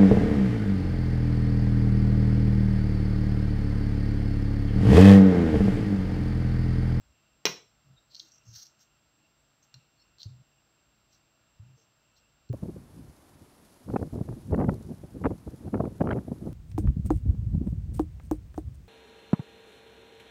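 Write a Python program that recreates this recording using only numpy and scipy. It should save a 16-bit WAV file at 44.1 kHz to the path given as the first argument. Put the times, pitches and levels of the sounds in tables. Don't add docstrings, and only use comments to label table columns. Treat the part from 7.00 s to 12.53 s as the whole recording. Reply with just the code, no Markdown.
import sys
import numpy as np
from scipy import signal
from scipy.fft import rfft, irfft, next_fast_len
from scipy.io import wavfile

SR = 44100
rng = np.random.default_rng(int(sys.argv[2]) if len(sys.argv) > 2 else 0)


def master(y):
    cut = np.clip(np.atleast_2d(y).T, -1, 1)
    pcm = np.round(cut * 32767)
    wavfile.write(sys.argv[1], SR, pcm.astype(np.int16))


N = 243873
TIME = np.arange(N) / SR


def rubbing(slips_per_s=7000, catch_db=2.5, fade_over_rise=1.15, board_hz=1740, board_db=-14.5):
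    # peak_s, half_length_s, level_db, centre_hz, speed (0-1)
    strokes = [(1.139, .042, -59, 4440, 0.3), (1.224, 0.1, -62, 5740, 0.7), (1.343, .055, -63.5, 5800, 0),
               (1.494, .06, -59.5, 5860, .3), (1.589, 0.078, -49, 5310, 0.78),
               (1.811, 0.03, -61.5, 5800, 1), (2.638, 0.017, -65, 6200, 0.75),
               (3.207, .025, -56, 4160, 0.3), (3.24, 0.015, -60, 4950, .6), (4.141, 0.048, -68, 5150, 0.83),
               (4.802, 0.051, -73.5, 5730, 0.44), (5.174, 0.021, -68.5, 4730, .6)]
    out = np.zeros(N)
    catching = from_db(catch_db * drift(170))
    for peak_s, half_s, db, hz, speed in strokes:
        width_hz = np.interp(speed, [0, 1], [400, 2500])
        grain_db = np.interp(speed, [0, 1], [4.5, 2])
        hiss_db = np.interp(speed, [0, 1], [-20, 3])
        rise_s = 2 * half_s / (1 + fade_over_rise)
        fade_s = rise_s * fade_over_rise
        t = np.arange(-2 * rise_s, 2 * fade_s, 1 / SR)
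        pressure = np.exp(-2 * (t / np.where(t < 0, rise_s, fade_s)) ** 2)
        sizes = from_db(grain_db * np.minimum(rng.exponential(1, N), 4))
        signs = rng.choice([-1, 1], N)
        slipping = rng.random(N) < slips_per_s / SR
        slips = (sizes * signs * slipping)[:len(t)]
        paper = resonance(resonance(slips, hz, width_hz), hz, 4400)
        hiss = from_db(hiss_db) * resonance(slips, 7600, 9000)
        board = resonance(resonance(slips, board_hz, 1800), board_hz, 3500)
        stroke = rms_one(paper + hiss) + from_db(board_db) * rms_one(board)
        add(out, peak_s - 2 * rise_s, from_db(db) * pressure * stroke)
    return out * catching


def glue_ticks(width_hz=700, snap_db=-24):
    # start_s, level_db, ring_hz
    ticks = [(1.1472, -36.5, 4300), (1.1523, -33, 4380), (1.165, -40, 4460), (1.1965, -30, 4800),
             (1.2, -29.5, 3860), (1.3193, -48.5, 5900), (1.537, -43, 5600), (1.6673, -43, 5580),
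             (2.629, -53, 6200), (3.184, -49.5, 4392), (3.2176, -38, 3970), (3.2308, -32.5, 4450)]
    out = np.zeros(N)
    for start_s, db, hz in ticks:
        snap = contact(decay_s=0.00096)
        ring = resonance(resonance(snap, hz, width_hz), hz, 5700)
        tick = ring + from_db(snap_db) * resonance(snap, 5800, 6000)
        add(out, start_s, from_db(db) * tick / np.abs(tick).max())
    return out


def glue_stick(x, ring_db=-4, highpass_hz=2950, leak_db=-7):
    # pitch_hz, width_hz, relative_db
    tube_modes = [(2780, 20, 9), (4000, 120, -5), (4340, 70, -6), (4364, 140, -1), (5330, 45, -25.5),
                  (5610, 59, 9.5), (5910, 110, -13), (6405, 120, 5.5)]
    thin = signal.sosfilt(signal.butter(8, highpass_hz, "high", fs=SR, output="sos"), x)
    tube = from_db(ring_db) * ring_modes(thin, tube_modes)
    return thin + tube + from_db(leak_db) * resonance(x, 1460, 1400)


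def stick_tap():
    # start_s, force_db
    taps = [(2.7415, -10.5), (2.7426, -15.5), (2.7445, -16.5), (5.4915, -24.5)]
    # pitch_hz, width_hz, gain_db
    rim_modes = [(1530, 670, -22), (2790, 24, 2), (4220, 180, 4.5), (4700, 160, -15), (5540, 140, -4.5),
                 (6900, 900, -16)]
    force = np.zeros(N)
    for start_s, db in taps:
        add(force, start_s, from_db(db) * contact(decay_s=0.00083))
    return ring_modes(force, rim_modes)


def glue_squeaks(jitter=0.02, rasp_db=3):
    # peak_s, half_length_s, level_db, pitch_hz
    squeaks = [(0.983, 0.021, -65, 3780), (3.011, 0.044, -71.5, 4400), (3.019, 0.022, -70.5, 5440),
               (4.794, 0.021, -74, 6380)]
    out = np.zeros(N)
    wander = jitter * drift(400)
    flutter_db = rasp_db * drift(200)
    for peak_s, half_s, db, hz in squeaks:
        pressure = np.exp(-2 * ((TIME - peak_s) / half_s) ** 2)
        out += from_db(db + flutter_db) * pressure * tone(hz * (1 + wander))
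    return out


def plastic_tool(gain_db=23, crack_db=-9, sizzle_db=-9, landing_s=0.4545, rocks=4):
    # pitch_hz, width_hz, gain_db
    shell_modes = [(243.3, 109, 4), (403.6, 130, 5), (497, 115, -5), (976, 207, 2.5), (1254, 257, -4),
                   (1651, 850, -5), (2060, 175, 0.5), (2356, 261.5, 1.5), (2757, 180, 0), (3120, 150, -5),
                   (3968, 180, -3), (4300, 219.7, -5.5), (5430, 300, 3.5), (5970, 220, -9), (6275, 99, -12)]
    thud = (landing_s - 0.0012, -13.5, 318.5)
    edge = (landing_s, -12, 4800)
    k = np.arange(rocks)
    rock_s = landing_s + np.cumsum(0.006 * 0.78 ** k)
    rock_db = -20 - 1.04 * k
    rock_hz = 3935 * 0.67 ** k
    force = np.zeros(N)
    for start_s, db, hz in [thud, edge, *zip(rock_s, rock_db, rock_hz)]:
        add(force, start_s, from_db(db) * resonance(contact(decay_s=0.0013), hz, 1.5 * hz))
    crack = from_db(crack_db) * force
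    sizzle = from_db(sizzle_db) * resonance(force, 14500, 3477)
    return from_db(gain_db) * (ring_modes(force, shell_modes) + crack + sizzle)


def table_bumps(t60_s=0.11, overtone_ratios=(2.2, 3.4)):
    # start_s, level_db, push_s, pitch_hz
    bumps = [(0.001, -55, .008, 93), (0.046, -52, 0.03, 52), (0.087, -54, 0.016, 69),
             (3.254, -31, .011, 104), (4.593, -38, 0.011, 100), (5.495, -19.5, 0.014, 118.6)]
    out, t = np.zeros(N), TIME[:16384]
    for start_s, db, push_s, hz in bumps:
        swell = np.sin(np.pi / 2 * np.minimum(t / push_s, 1)) ** 2
        decay = 1000 ** (-np.maximum(t - push_s / 2, 0) / t60_s)
        overtone_db = -27 + 0.75 * (db + 31)
        overtones = sum(np.sin(2 * np.pi * hz * ratio * t) for ratio in overtone_ratios)
        swing = np.sin(2 * np.pi * hz * t) + from_db(overtone_db) * decay * overtones
        add(out, start_s, from_db(db) * swell * decay * swing)
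    return out


def table_shudder(rough_db=-8, ends_db=-8, ramp_s=0.008):
    # start_s, peak_s, end_s, level_db, pitch_hz
    drags = [(0.84, .925, 0.968, -58, 140), (1.21, 1.235, 1.28, -69, 325), (1.452, 1.495, 1.58, -52.5, 121),
             (2.13, 2.21, 2.27, -75, 305), (2.735, 2.775, 2.801, -55.5, 125),
             (3.275, 3.31, 3.427, -49.5, 126), (4.615, 4.64, 4.77, -53, 126), (4.77, 4.795, 4.84, -73, 460)]
    out = np.zeros(N)
    wander = 0.05 * drift(70)
    flutter_db = 1.5 * drift(55)
    for start_s, peak_s, end_s, db, hz in drags:
        inside_s = np.minimum(TIME - start_s, end_s - TIME)
        gate = np.sin(np.pi / 2 * np.clip(inside_s / ramp_s, 0, 1)) ** 2
        effort_db = np.interp(TIME, [start_s, peak_s, end_s], [ends_db, 0, ends_db])
        swing = tone(hz * (1 + wander) * (TIME > start_s))
        friction = from_db(rough_db) * rms_one(band_noise(0.5 * hz, np.sqrt(2) * hz, order=3))
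        out += gate * from_db(db + effort_db + flutter_db) * (swing + friction)
    return out


def nearby_echoes(x, scatter_db, decay_s=0.0037):
    t = TIME[:1024]
    echoes = rng.standard_normal(len(t)) * np.exp(-t / decay_s) * np.minimum(t / 0.001, 1)
    return x + from_db(scatter_db) * signal.fftconvolve(x, echoes / np.linalg.norm(echoes))[:N]


def room_echoes(x, first_wall_s=0.004, build_s=0.0067):
    # frequency_hz, gain_db
    response = [(90, 3.5), (160, 16), (290, -1.5), (560, 1.5), (850, 0.5), (1500, -1.5), (3000, -3),
                (6000, -2), (14000, 1.5)]
    # frequency_hz, t60_s
    decay_times = [(150, 0.26), (500, .3), (2000, 0.28), (5500, 0.34), (14000, 0.2)]
    t, tail = TIME[:SR // 2], 0
    edges_hz = np.geomspace(70, 17000, 10)
    for low_hz, high_hz in zip(edges_hz, edges_hz[1:]):
        t60_s = at_hz(decay_times, np.sqrt(low_hz * high_hz))
        tail += band_noise(low_hz, high_hz, order=2, size=len(t)) * 1000 ** (-t / t60_s)
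    tail *= np.clip((t - first_wall_s) / build_s, 0, 1)
    return signal.fftconvolve(x, colour(tail / np.linalg.norm(tail), response))[:N]


def room_air(air_db=-71.5, waver_db=3, rumble_db=-82, rumble_swing_db=4):
    # frequency_hz, relative_db
    spectrum = [(25, -15), (50, -6.5), (85, -4.5), (140, 0.5), (190, -4), (320, -7), (430, -9.5),
                (620, -7.5), (1400, -9), (1900, -12.5), (2600, -12), (5800, -15), (7000, -24),
                (9000, -32.5), (11600, -33), (12300, -24.5), (15500, -29.5)]
    air = from_db(air_db) * rms_one(colour(rng.standard_normal(N), spectrum))
    for hz, width_hz, db in [(1350, 220, -84.5), (2736, 160, -82), (7630, 200, -87.5)]:
        gain = from_db(db + waver_db * drift(12))
        band = resonance(rng.standard_normal(N), hz, width_hz)
        air += gain * rms_one(resonance(band, hz, 2 * width_hz))
    rumble = rms_one(resonance(resonance(rng.standard_normal(N), 50, 30), 54, 60))
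    return air + from_db(rumble_db + rumble_swing_db * drift(9)) * rumble


def hum_and_whine():
    # pitch_hz, rms_db, waver_db
    tones = [(49.9, -88, 2.5), (111, -82.5, 3), (141, -83.5, 2), (214.6, -86.5, 0), (275, -90.5, 2.5),
             (329, -89.5, 2.5), (593, -92, 1), (647, -87.5, 0), (7571, -78, 0.44), (15070, -100, 0.9)]
    out = np.zeros(N)
    for hz, db, waver_db in tones:
        amplitude = np.sqrt(2) * from_db(db + waver_db * drift(6))
        out += amplitude * np.sin(2 * np.pi * (hz * TIME + rng.random()))
    return out


def from_db(db):
    return 10 ** (np.asarray(db) / 20)


def rms_one(x):
    return x / np.sqrt(np.mean(x ** 2) + 1e-20)


def at_hz(points, hz):
    knots_hz, values = np.transpose(points)
    return np.interp(np.log(np.maximum(hz, 1)), np.log(knots_hz), values)


def colour(x, spectrum):
    size = 2 * next_fast_len(N)
    gain = from_db(at_hz(spectrum, np.arange(size // 2 + 1) * SR / size))
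    cepstrum = irfft(np.log(gain))
    cepstrum[1:size // 2] *= 2
    cepstrum[size // 2 + 1:] = 0
    return irfft(rfft(x, size) * np.exp(rfft(cepstrum)))[:len(x)]


def resonance(x, hz, width_hz):
    r = np.exp(-np.pi * width_hz / SR)
    feedback = [1, -2 * r * np.cos(2 * np.pi * hz / SR), r * r]
    return signal.lfilter(np.array([1, 0, -1]) * (1 - r * r) / 2, feedback, x + 1e-18)


def ring_modes(x, modes):
    return sum(from_db(db) * resonance(x, hz, width_hz) for hz, width_hz, db in modes)


def band_noise(low_hz, high_hz, order, size=N):
    bandpass = signal.butter(order, [low_hz, high_hz], "band", fs=SR, output="sos")
    return signal.sosfilt(bandpass, rng.standard_normal(size))


def tone(hz):
    return np.sqrt(2) * np.sin(2 * np.pi * np.cumsum(hz) / SR)


def drift(knots_per_s):
    knots_s = np.arange(0, N / SR + 1, 1 / knots_per_s)
    return rms_one(np.interp(TIME, knots_s, rng.standard_normal(len(knots_s))))


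def contact(decay_s):
    t = TIME[:1024]
    spectrum = rfft(rng.standard_normal(len(t)) * np.exp(-t / decay_s))
    crunch = irfft(spectrum / np.abs(spectrum)) * np.exp(-t / decay_s / 2)
    return crunch / np.linalg.norm(crunch)


def add(track, start_s, sound):
    start = max(round(start_s * SR), 0)
    track[start:start + len(sound)] += sound[:N - start]


def scene(tool_room_db=-8, paper_room_db=-11):
    # frequency_hz, gain_db
    microphone = [(30, -9.5), (70, 0.5), (5800, 0), (6700, -3.5), (7600, -12.5), (9500, -23.5),
                  (11500, -18.5), (13000, -8.5), (15000, -5.5), (16000, -19)]
    tool = nearby_echoes(plastic_tool(), scatter_db=-7)
    gluing = glue_stick(glue_ticks() + rubbing()) + stick_tap() + glue_squeaks()
    paper = nearby_echoes(gluing, scatter_db=-5)
    echoes = room_echoes(from_db(tool_room_db) * tool + from_db(paper_room_db) * paper)
    handling = tool + paper + echoes + table_bumps() + table_shudder()
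    return (colour(handling, microphone) + room_air() + hum_and_whine())[None]


def record(dry):
    cutoff_hz = 15700
    return signal.sosfilt(signal.ellip(10, 0.2, 80, cutoff_hz, fs=SR, output="sos"), dry)


dry = scene()
out = record(dry)
master(out)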